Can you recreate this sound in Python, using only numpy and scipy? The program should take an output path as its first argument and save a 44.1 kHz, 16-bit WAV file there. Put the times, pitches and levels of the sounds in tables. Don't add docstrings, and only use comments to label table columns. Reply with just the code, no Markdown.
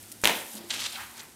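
import sys
import numpy as np
from scipy import signal
from scipy.fft import rfft, irfft, next_fast_len
from scipy.io import wavfile
from scipy.ndimage import map_coordinates

SR = 44100
rng = np.random.default_rng(int(sys.argv[2]) if len(sys.argv) > 2 else 0)


def put_to_file(sound):
    columns = np.atleast_2d(sound).T
    safe = np.clip(columns, -1, 1)
    whole_steps = np.round(safe * 32767)
    wavfile.write(sys.argv[1], SR, whole_steps.astype(np.int16))


def convert_level_to_amplitude(level_db):
    exponent = np.asarray(level_db, float) / 20
    return 10 ** exponent


N = 59535

# [f/Hz, level/dB]
AIR_COLOUR = [(18, -37), (30, -16.5), (345, -2), (433, -11), (801, -11), (1150, -17.5), (1350, -12.5),
              (3300, -16), (7000, -17.5), (9100, -14), (15400, -120)]
# [f/Hz, width/Hz, level/dB]
HUM_BANDS = [
    (232, 5.6, -64.5),
    (65, 9.6, -72.5),
    (345, 23, -82),
    (159, 15, -78),
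]
# [t/s, level/dB]
DRONE_LEVEL = [(0, -61), (.04, -53), (.13, -61), (.4, -61), (.5, -72), (.65, -62), (.8, -59.5), (.9, -66.5),
               (1.03, -57.5), (1.12, -69)]
# [f/Hz, time to fall 60 dB/s]
ROOM_DECAY = [(200, 0.35), (800, 0.59), (3000, 0.46), (8000, 0.34), (14000, 0.51)]
# [t/s, level/dB, f/Hz, time to fall 60 dB/s]
THUD_HITS = [(.237, -39, 231.7, 0.39), (0.242, -28, 325, 0.14), (0.295, -36.5, 337, 0.18),
             (0.333, -41.5, 295, 0.2), (0.54, -41, 211.2, 0.25), (0.576, -54, 240.8, 0.092),
             (0.603, -44.5, 316, 0.088), (0.639, -39, 345, 0.082), (0.718, -50, 243.4, 0.44),
             (1.172, -50, 246.7, 0.17), (1.201, -51.5, 231.5, 0.17)]
# [t/s, level/dB]
FUR_SCUFF = [
    (.5, -82),
    (.535, -54),
    (.57, -51.5),
    (.63, -53),
    (.69, -56.5),
    (.7, -45.5),
]
# [t/s, level/dB]
KITTEN_TURN = [
    (.91, -71),
    (.935, -44),
    (.97, -49),
    (1.05, -56),
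    (1.12, -64.5),
    (1.145, -54.5),
    (1.2, -53),
    (1.25, -70),
]
# [f/Hz, level/dB]
FUR_COLOUR = [(300, -35), (600, -2.5), (800, 1.5), (1200, -6.5), (2500, -5), (5000, -6.5), (9000, -29)]
# [t/s, level/dB]
CLAW_SKID = [
    (.703, -37),
    (.71, -35),
    (.725, -35.5),
    (.75, -36),
    (.775, -44),
    (.8, -38.5),
    (.835, -39),
    (.866, -32.5),
    (.871, -37),
]
# [f/Hz, level/dB]
CLAW_COLOUR = [(240, -53), (400, -31), (503, -6.5), (1220, -2.5), (1590, -1), (3110, -1.5), (8280, -3.5),
               (15500, -38)]
# [t/s, level/dB, f/Hz]
CLAW_CATCHES = [(0.6995, -28, 3500), (0.7051, -16, 4100), (0.7079, -13, 3800), (0.7103, -29, 3700),
                (0.712, -20, 3200), (0.7151, -21, 3600), (0.7169, -27, 3600), (0.7258, -26, 4700),
                (0.7285, -27, 3200), (0.7405, -27, 2700), (0.7423, -26, 3100), (0.7454, -27, 3400),
                (0.747, -25, 3400), (0.762, -24, 3300), (0.7636, -29, 5500), (0.7667, -28, 3100),
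                (0.7749, -28, 3500), (0.7822, -29, 3600), (0.7939, -24, 3500), (0.7983, -26, 4100),
                (0.8021, -24, 3500), (0.8041, -22, 3700), (0.8061, -26, 8000), (0.8125, -24, 5400),
                (0.8186, -22, 4400), (0.8236, -26, 4300), (0.8251, -26, 4100), (0.8323, -27, 5000),
                (0.8341, -25, 3900), (0.838, -29, 4200), (0.8401, -23, 4700), (0.8434, -22, 4500),
                (0.8481, -24, 4800), (0.8501, -26, 3800), (0.8531, -22, 3400), (0.8569, -23, 3200),
                (0.8593, -25, 4300), (0.861, -21, 4300), (0.8642, -18, 4800), (0.8668, -17, 3900)]
# [t/s, level/dB]
TINSEL_MOTION = [(0, -51.5), (.1, -52), (.2, -54), (.232, -50), (.24, -33.5), (.33, -48.5), (.365, -39),
                 (.44, -46.5), (.5, -45), (.57, -44), (.6, -53.5), (.66, -55), (.7, -46), (.88, -46.5),
                 (1.03, -49), (1.13, -52), (1.24, -55.5), (1.35, -58)]
# [f/Hz, level/dB]
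FOIL_COLOUR = [(1500, -49), (3000, -4.5), (6000, -3.5), (10000, -2), (13000, -0.5), (15000, -9),
               (16000, -14)]
# [t/s, length/s, level/dB, dullness 0-1]
TINSEL_FLICKS = [(0.028, 0.0041, -47.5, .05), (0.038, 0.00088, -42, 1), (0.115, 0.013, -40, 0.04),
                 (0.215, 0.0034, -40, 0), (0.22, 0.011, -46, 0.04), (0.565, 0.024, -45.5, .9),
                 (0.74, 0.011, -37, 0.46), (0.794, 0.025, -35.5, 0.74), (0.922, 0.01, -37.5, 0.77),
                 (1.165, 0.021, -47.5, 0.61), (1.192, 0.017, -42.5, 0.85)]
# [t/s, level/dB, f/Hz]
FOIL_TICKS = [(0.0277, -35, 10700), (0.0525, -44, 8100), (0.0755, -39, 12100), (0.3013, -32, 10600),
              (0.3161, -33, 12600), (0.354, -24, 13300), (0.3596, -27.5, 13300), (0.3634, -22, 12000),
              (0.372, -27, 12400), (0.3968, -34.5, 8100), (0.4456, -51, 12000), (0.4521, -37, 12200),
              (0.4696, -39, 10600), (0.4797, -40.5, 9740), (0.5341, -36, 8500), (0.5534, -26, 8500),
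              (0.58, -36, 10050), (0.5925, -37, 13500), (0.626, -59, 9600), (0.6432, -41, 11100),
              (0.649, -42, 12000), (0.928, -37.5, 7500), (0.9325, -29, 8900), (1.0372, -33, 9800),
              (1.0663, -44.5, 8650), (1.0854, -54, 10000), (1.113, -36.5, 10200), (1.1795, -34.5, 6430),
              (1.194, -42, 6200), (1.197, -36, 6250), (1.2024, -43, 6400), (1.2135, -33, 7500),
              (1.2334, -31, 12100), (1.238, -38, 12700), (1.2489, -40, 12100), (1.2766, -54, 9000),
              (1.2916, -51, 10600), (1.3036, -49, 6400), (1.3119, -46.5, 8580)]
# [t/s, level/dB, f/Hz]
WAND_SWISH = [
    (.88, -57, 3360),
    (0.946, -42.5, 3030),
    (0.971, -44.5, 894),
    (1.01, -42, 1040),
    (1.08, -58.5, 1330),
    (1.13, -63, 900),
    (1.191, -52, 900),
    (1.26, -58.5, 1240),
]
# [t/s, level/dB]
SLAP_STRENGTH = [
    (.2368, -72),
    (.238, -18),
    (.242, -31),
    (.262, -28),
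    (.285, -31),
    (.298, -28),
    (.304, -29.5),
    (.36, -45.5),
    (.42, -49),
]
# [f/Hz, level/dB]
MAT_COLOUR = [(60, -48), (100, -15), (333, -6.5), (600, -3), (930, -1), (1200, -10), (1900, -4),
              (2800, -12), (15500, -25)]
# [t/s, ring level/dB, f/Hz, edge level/dB]
SNAP_HITS = [(.1183, -22, 8900, -26), (.1227, -26, 9300, -30), (.2378, -15, 1200, -20),
             (.2402, -10, 6500, -16), (.2405, -11, 6900, -16), (.2458, -10, 4200, -5),
             (.2459, -13, 2300, -30), (.2553, 2, 3200, -2), (.2553, -11, 5800, -12),
             (.2568, -15, 3500, -30), (.274, -2.5, 3000, -1), (.2742, -10, 5600, -9),
             (.2828, -11, 8900, -22), (.3537, -22, 2900, -34), (.3715, -26, 7500, -36),
             (.6986, -29, 3600, -45), (.7111, -19, 3300, -30), (.82, -23, 2600, -40)]


def unit(x):
    return x / np.sqrt(np.mean(x ** 2) + 1e-20)


def along(points, hz):
    f, v = np.transpose(points)
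    return np.interp(np.log(hz + 1), np.log(f + 1), v)


def curves(rows):
    s, *cols = np.transpose(rows)
    return [np.interp(np.arange(N) / SR, s, c) for c in cols]


def gated(rows):
    t = np.arange(N) / SR
    return convert_level_to_amplitude(curves(rows)[0]) * (t >= rows[0][0]) * (t <= rows[-1][0])


def wobble(rate):
    points = rng.standard_normal(int(N * rate / SR) + 4)
    return map_coordinates(points, [np.arange(N) * rate / SR])


def filtered(x, response):
    m = next_fast_len(N + SR // 2)
    return irfft(rfft(x, m) * response(np.fft.rfftfreq(m, 1 / SR)), m)[:N]


def noise(spectrum, lumpy_db, rate):
    fluttering = rng.standard_normal(N) * convert_level_to_amplitude(lumpy_db * wobble(rate))
    return unit(filtered(fluttering, lambda hz: convert_level_to_amplitude(along(spectrum, hz))))


def placed(s, waves):
    at = np.round(s * SR).astype(int)[:, None] + np.arange(waves.shape[1])
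    return np.bincount(at.ravel(), waves.ravel(), N + SR)[:N]


def grains(s, gain, hz, cycles, size=64):
    u = hz[:, None] * np.arange(size) / SR
    swell = (u / cycles) * np.exp(1 - (u / cycles) ** 2) * .7
    return placed(s, gain[:, None] * np.sin(2 * np.pi * u) * swell)


def struck(s, gain, hz, cycles, size=160):
    u = hz[:, None] * np.arange(size) / SR
    return placed(s, gain[:, None] * np.sin(2 * np.pi * u) * np.exp(-u / cycles))


def crackle(rate, hz, spread, cycles, scatter_db):
    r = rng.random((4000, 4))[:int(rate * N / SR)]
    pitch = np.minimum(hz * np.exp(spread * 2 * (r[:, 1] + r[:, 3] - 1)), SR / 3)
    size_db = scatter_db * np.minimum(-np.log(r[:, 2]), 2) + 10 * np.log10(pitch / hz)
    return unit(grains(r[:, 0] * N / SR, convert_level_to_amplitude(size_db), pitch, cycles))


def room_air():
    fade_start_s, fade_db_per_s = 1.55, -25
    late = np.maximum(np.arange(N) / SR - fade_start_s, 0)
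    return convert_level_to_amplitude(-54.5 + fade_db_per_s * late) * noise(AIR_COLOUR, lumpy_db=-1.76, rate=11.42)


def appliance_hum():
    hum = np.zeros(N)
    for hz, width, db in HUM_BANDS:
        band = filtered(rng.standard_normal(N), lambda f: 1 / (1 + ((f - hz) / width * 2) ** 2))
        hum += convert_level_to_amplitude(db) * unit(band)
    return hum


def floor_drone():
    drone_hz = 104.4
    level = convert_level_to_amplitude(curves(DRONE_LEVEL)[0] + 2.47 * wobble(14.4))
    return level * np.sin(2 * np.pi * drone_hz * np.arange(N) / SR + 0.92 * wobble(13.0))


def room(x):
    wet_db, build_s, delay = -6, 0.0092, 100
    hz, t, z = signal.stft(rng.standard_normal(SR * 3 // 4), SR, nperseg=256)
    decay = convert_level_to_amplitude(-60 * t / along(ROOM_DECAY, hz)[:, None])
    tail = signal.istft(z * decay, SR, nperseg=256)[1]
    tail = tail * (1 - np.exp(-np.arange(len(tail)) / SR / build_s))
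    return convert_level_to_amplitude(wet_db) * signal.fftconvolve(np.pad(x, (delay, 0)), tail / np.linalg.norm(tail))[:N]


def thuds():
    out, t = np.zeros(N + SR), np.arange(SR // 3) / SR
    puff = noise([(80, -48), (200, 9), (600, 0.0), (1200, -19.5)], lumpy_db=4.5, rate=15.9)
    for s, db, hz, t60 in THUD_HITS:
        start = round(s * SR)
        ring = np.sin(2 * np.pi * hz * t + 0.7 * wobble(44)[:len(t)])
        ring += 0.22 * np.sin(2 * np.pi * 1.7 * hz * t + 6 * rng.random())
        ring += 0.73 * np.resize(puff[start:], len(t))
        soft_start = 1 - np.exp(-t / 0.0043)
        out[start:][:len(t)] += convert_level_to_amplitude(db - 60 * t / t60) * soft_start * ring
    return out[:N]


def fur():
    return (gated(FUR_SCUFF) + gated(KITTEN_TURN)) * noise(FUR_COLOUR, lumpy_db=0.5, rate=18.4)


def skid():
    slips = crackle(rate=1100, hz=3400, spread=.2, cycles=1.8, scatter_db=4) * convert_level_to_amplitude(2 * wobble(70))
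    scrape = noise(CLAW_COLOUR, lumpy_db=1.5, rate=150)
    return gated(CLAW_SKID) * unit(scrape + convert_level_to_amplitude(-6) * unit(slips))


def catches():
    s, db, hz = np.transpose(CLAW_CATCHES)
    level_db, edge_db = 1.5, -1.5
    rings = struck(s, convert_level_to_amplitude(db + level_db), hz, cycles=1.67)
    rings += struck(s, convert_level_to_amplitude(db + level_db + edge_db), 1.54 * hz, cycles=1.0)
    thin = signal.butter(2, [1800, 11000], "band", fs=SR, output="sos")
    return signal.sosfilt(thin, rings)


def tinsel():
    t = np.arange(N) / SR
    bright = noise([(2000, -22), (6000, -11), (10000, -1), (15500, -11)], lumpy_db=3, rate=440)
    dull = noise([(700, -30), (2000, -8), (4000, 0), (7000, -6), (12000, -25)], lumpy_db=2.5, rate=500)
    flicks = np.zeros(N)
    for s, length, db, dullness in TINSEL_FLICKS:
        swell = np.exp(-((t - s - length / 2) / (length / 2)) ** 2)
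        flicks += convert_level_to_amplitude(db) * swell * (np.sqrt(1 - dullness) * bright + np.sqrt(dullness) * dull)
    hiss = noise(FOIL_COLOUR, lumpy_db=1.0, rate=60)
    rustle = crackle(rate=1800, hz=9660, spread=0.25, cycles=2.6, scatter_db=10)
    return unit(hiss + convert_level_to_amplitude(-3) * rustle) * convert_level_to_amplitude(curves(TINSEL_MOTION)[0]) + flicks


def ticks():
    s, db, hz = np.transpose(FOIL_TICKS)
    return grains(s, convert_level_to_amplitude(db + 2), hz, cycles=2.53)


def swish():
    octaves, overtone, overtone_db = .3, 1.8, 2
    pitch = curves(WAND_SWISH)[1]

    def near(centre, hz):
        return np.exp(-(np.log2(hz / centre) / octaves) ** 2)

    rush = np.zeros(N)
    for c in np.geomspace(700, 4000, 9):
        share = near(c, pitch) + convert_level_to_amplitude(overtone_db) * near(c, overtone * pitch)
        rush += share * noise([(c / 2, -35), (c / 1.12, 0), (c * 1.12, 0), (c * 3, -20)], 2.5, 120)
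    return gated([row[:2] for row in WAND_SWISH]) * unit(rush)


def slap():
    return gated(SLAP_STRENGTH) * noise(MAT_COLOUR, lumpy_db=2.5, rate=300)


def snaps():
    s, db, hz, edge_db = np.transpose(SNAP_HITS)
    ring = grains(s - .0001, convert_level_to_amplitude(db), hz, cycles=1.2)
    knock = grains(s, convert_level_to_amplitude(db - 9), hz / 2, cycles=.8)
    edge = grains(s - .00005, convert_level_to_amplitude(edge_db + 1.5), np.full(len(s), 9500), cycles=.55)
    return ring + knock + edge


def scene():
    background = room_air() + appliance_hum() + floor_drone()
    near = thuds() + fur() + skid() + catches() + swish() + slap() + snaps()
    return (near + room(near) + tinsel() + ticks() + background)[None]


def low_pass(x):
    return signal.sosfilt(signal.butter(12, 15850, fs=SR, output="sos"), x)


def record(dry):
    top_hz = 15900
    x = filtered(dry[0], lambda hz: 1 / (1 + (hz / top_hz) ** 60))
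    return low_pass(np.clip(x, -1, 1)[None])


dry = scene()
out = record(dry)
put_to_file(out)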